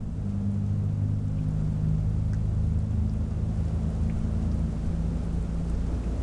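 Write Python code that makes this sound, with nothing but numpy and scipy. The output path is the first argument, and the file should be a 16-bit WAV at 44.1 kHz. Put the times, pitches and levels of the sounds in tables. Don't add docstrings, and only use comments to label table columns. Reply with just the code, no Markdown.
import sys
import numpy as np
from scipy import signal
from scipy.fft import rfft, irfft, next_fast_len
from scipy.io import wavfile
from scipy.ndimage import uniform_filter1d, map_coordinates

SR = 44100
rng = np.random.default_rng(int(sys.argv[2]) if len(sys.argv) > 2 else 0)


def int16_out(signal):
    q = np.round(np.clip(np.atleast_2d(signal).T, -1, 1) * 32767)
    wavfile.write(sys.argv[1], SR, q.astype(np.int16))


N = 274704


def amp(db):
    return 10 ** (np.asarray(db) / 20)


def unit(x):
    return x / np.sqrt(np.mean(x ** 2) + 1e-20)


def curve(rows):
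    return np.interp(np.arange(N) / SR, *np.transpose(rows))


def wobble(rate):
    points = rng.standard_normal(int(N * rate / SR) + 4)
    coarse = np.arange(0, N, 64)
    return np.interp(np.arange(N), coarse, map_coordinates(points, [coarse * rate / SR]))


def filtered(x, response):
    size = next_fast_len(N + SR // 2)
    return irfft(rfft(x, size) * response(np.fft.rfftfreq(size, 1 / SR)), size)[:N]


def noise(spectrum):
    points_hz, db = np.transpose(spectrum)
    white = rng.standard_normal(N)
    return unit(filtered(white, lambda hz: amp(np.interp(np.log(hz + 1), np.log(points_hz), db))))


def street_db(mean_db, growth):
    # time in seconds, level in dB (only its changes count).
    street = [(0, -52.8), (.3, -49), (1.2, -50), (1.6, -48), (3.1, -48.5), (3.7, -45.5), (4.4, -45),
              (5.65, -45), (5.95, -43.5), (6.23, -43.5)]
    level = curve(street)
    return mean_db + growth * (level - level.mean())


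def engine(flutter_db=1.35, weak_flutter_db=3, drift_radians=0.73, boom_steepness=4.03):
    # time in seconds, firings per second.
    firing_rates = [(0, 52), (.13, 55.5), (.25, 49.9), (.8, 50.35), (1.25, 51.1), (2, 51.85), (5.7, 55.8),
                    (5.95, 56.6), (6.23, 57)]
    # order, firings per second at the peak,
    # half width in firings per second, level in dB.
    booms = [(2, 51.95, 0.52, -32.5), (2, 56.3, 2.37, -30), (3, 52.6, 0.47, -30.5), (3, 54.1, .8, -33.5),
             (4, 50.5, 0.44, -27.5), (4, 52.25, 0.8, -30.5), (4, 54, 0.63, -36.5), (4, 56.8, .8, -41.5),
             (6, 50.6, .4, -35), (6, 51.55, .33, -29), (6, 52.3, 0.51, -36.5), (6, 54.6, 1.7, -35.5),
             (8, 49.85, .3, -32), (8, 51.4, 1.16, -41.5), (8, 53.0, .27, -35.5), (8, 54.25, .45, -37.5),
             (10, 51.0, 0.37, -44)]
    weak_orders = [1, 5, 7, 9]
    weak_levels = [-50.5, -50.5, -54.5, -52.5]
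    firing = curve(firing_rates)
    load_db = curve([(0.16, -4.5), (0.28, 0)])
    shaft_angle = 2 * np.pi * np.cumsum(firing / 2) / SR

    def tone(order, drift=0):
        return np.sqrt(2) * np.sin(order * shaft_angle + rng.uniform(0, 2 * np.pi) + drift)

    hum, power = np.zeros(N), {}
    for order, peak_rate, width, db in booms:
        distance = np.abs((firing - peak_rate) / width)
        boom = amp(db) ** 2 / (1 + distance ** boom_steepness)
        power[order] = power.get(order, 0) + boom
    for order in power:
        hum += np.sqrt(power[order]) * amp(flutter_db * wobble(9)) * tone(order)
    for order, db in zip(weak_orders, weak_levels):
        hum += amp(db + weak_flutter_db * wobble(3)) * tone(order, drift_radians * wobble(8.3))
    return amp(load_db) * hum


def deep_rumble(level_db=-44.5, spread_db=4.5, thud_half_s=0.05):
    # time of the peak in seconds, level in dB.
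    thuds = [(4.17, -32), (4.87, -40)]
    # frequency in Hz, relative level in dB.
    deep_spectrum = [(5, -15), (14, -4.5), (27, -2.5), (36, -4.5), (48, -25), (200, -120)]
    t = np.arange(N) / SR
    uneven_gain = amp(level_db + spread_db * wobble(2.6))
    thud_gain = sum(amp(db) * np.exp(-((t - peak_s) / thud_half_s) ** 2) for peak_s, db in thuds)
    return (uneven_gain + thud_gain) * noise(deep_spectrum)


def road():
    # frequency in Hz, relative level in dB.
    rumble_spectrum = [(25, -28), (42, -15), (54, -4.5), (70, 0.5), (94, 4.5), (108, -14), (130, -11),
                       (165, -5.5), (205, -8.5), (255, -9.5), (295, -22), (600, -53), (1500, -120)]
    rumble = noise(rumble_spectrum)
    swell = np.sqrt(np.abs(uniform_filter1d(rumble ** 2, size=SR // 5)) + 1e-6)
    steady_rumble = rumble / swell
    return amp(street_db(-34.5, growth=0.42)) * steady_rumble


def tyres(roar_wobble_db=0.5, hiss_wobble_db=0.57):
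    # frequency in Hz, relative level in dB.
    roar_spectrum = [(120, -39.5), (230, -2), (310, -2.5), (420, 1), (560, -2), (750, -6.5), (1000, -12),
                     (1350, -13.5), (1700, -21), (2500, -28.5), (4000, -35.5), (9000, -68.5)]
    # frequency in Hz, relative level in dB.
    drone_spectrum = [(200, -40.5), (290, 1.5), (345, 1), (420, -12), (600, -10), (1200, -54)]
    # frequency in Hz, relative level in dB.
    hiss_spectrum = [(500, -29.5), (1500, 3), (2500, 2.5), (4200, -1), (5800, -1), (7500, -1.5), (9000, -5),
                     (10000, -7.5), (10800, -17), (11500, -24.5), (12200, -45.5)]
    grit_db = roar_wobble_db * wobble(14)
    roar = amp(street_db(-47.5, growth=0.84) + grit_db) * noise(roar_spectrum)
    drone = amp(street_db(-54, growth=1.7) + grit_db) * noise(drone_spectrum)
    spray = amp(street_db(-62, growth=0.96) + hiss_wobble_db * wobble(20)) * noise(hiss_spectrum)
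    return roar + drone + spray


def whine():
    # pitch in Hz, level in dB.
    thin_tone = (2717, -83)
    hz, db = thin_tone
    return amp(db) * np.sqrt(2) * np.sin(2 * np.pi * hz * np.arange(N) / SR + wobble(25))


def fine_rain(spread_db=3, centre_hz=7200, ring_cycles=9, count=2200):
    t = np.arange(SR // 100) / SR
    starts = rng.integers(0, N, (count, 1))
    hz = np.clip(centre_hz * np.exp(0.37 * rng.standard_normal((count, 1))), 1500, 11000)
    size = amp(spread_db * np.minimum(rng.exponential(1, (count, 1)), 4))
    size *= np.sqrt(hz / centre_hz)
    pings = size * np.sin(2 * np.pi * hz * t) * amp(-60 * t * hz / ring_cycles)
    positions = starts + np.arange(len(t))
    shower = np.bincount(positions.ravel(), pings.ravel())[:N]
    return amp(street_db(-71, growth=0.96)) * unit(shower)


def small_drops(level_db=-52, spread_db=1, centre_hz=7500, scatter=0.23, count=18):
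    starts = rng.uniform(0, N / SR, count)
    softness, pitch = rng.standard_normal((count, 2)).T
    hz = np.clip(centre_hz * np.exp(scatter * pitch), 2000, 9500)
    return list(zip(starts, level_db - spread_db * softness, hz))


def drops(click_cycles=7, splash_cycles=71, splash_db=-5, band_width=0.21, rise_s=0.00005):
    # start in seconds, level in dB, pitch in Hz.
    large_drops = [(1.372, -49, 2430), (1.387, -48, 2450), (1.487, -46.5, 8800), (2.334, -37, 5860),
                   (2.334, -40.5, 1500), (2.346, -45, 6200), (2.790, -43.5, 8200), (3.096, -46, 4870),
                   (3.905, -48, 9200), (4.098, -39.5, 2200), (4.516, -43, 4750), (4.594, -43, 9200),
                   (5.426, -48, 7400), (5.698, -41, 8000), (6.037, -45.5, 2270)]
    ticks = np.zeros(N + SR)
    t = np.arange(SR // 10) / SR
    grid_hz = np.fft.rfftfreq(len(t), 1 / SR)
    for start_s, db, hz in large_drops + small_drops():
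        rise = 1 - np.exp(-t / rise_s)
        click = np.sin(2 * np.pi * hz * t) * amp(-60 * t * hz / click_cycles) * rise
        band = np.exp(-0.5 * (np.log((grid_hz + 1) / hz) / band_width) ** 2)
        fizz = unit(irfft(rfft(rng.standard_normal(len(t))) * band, len(t)))
        splash = fizz * amp(splash_db - 60 * t * hz / splash_cycles)
        ticks[round(start_s * SR):][:len(t)] += amp(db) * (click + splash)
    return ticks[:N]


def close_echo(x, echo_db=-7, decay_s=0.1):
    t = np.arange(SR // 8) / SR
    tail = rng.standard_normal(len(t)) * amp(-60 * t / decay_s) * (t > 0.002)
    return x + amp(echo_db) * signal.fftconvolve(x, tail / np.linalg.norm(tail))[:N]


def scene():
    rain = close_echo(fine_rain() + drops())
    rain = filtered(rain, lambda hz: 1 / np.sqrt(1 + (hz / 10400) ** 36))
    return (engine() + deep_rumble() + road() + tyres() + whine() + rain)[None]


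def record(dry, fade_s=0.008, top_hz=12200):
    t = np.arange(N) / SR
    from_edge_s = np.minimum(t, t[-1] - t)
    fade = np.sin(np.pi / 2 * np.clip(from_edge_s / fade_s, 0, 1)) ** 2
    return filtered(dry[0] * fade, lambda hz: hz < top_hz)[None]


dry = scene()
out = record(dry)
int16_out(out)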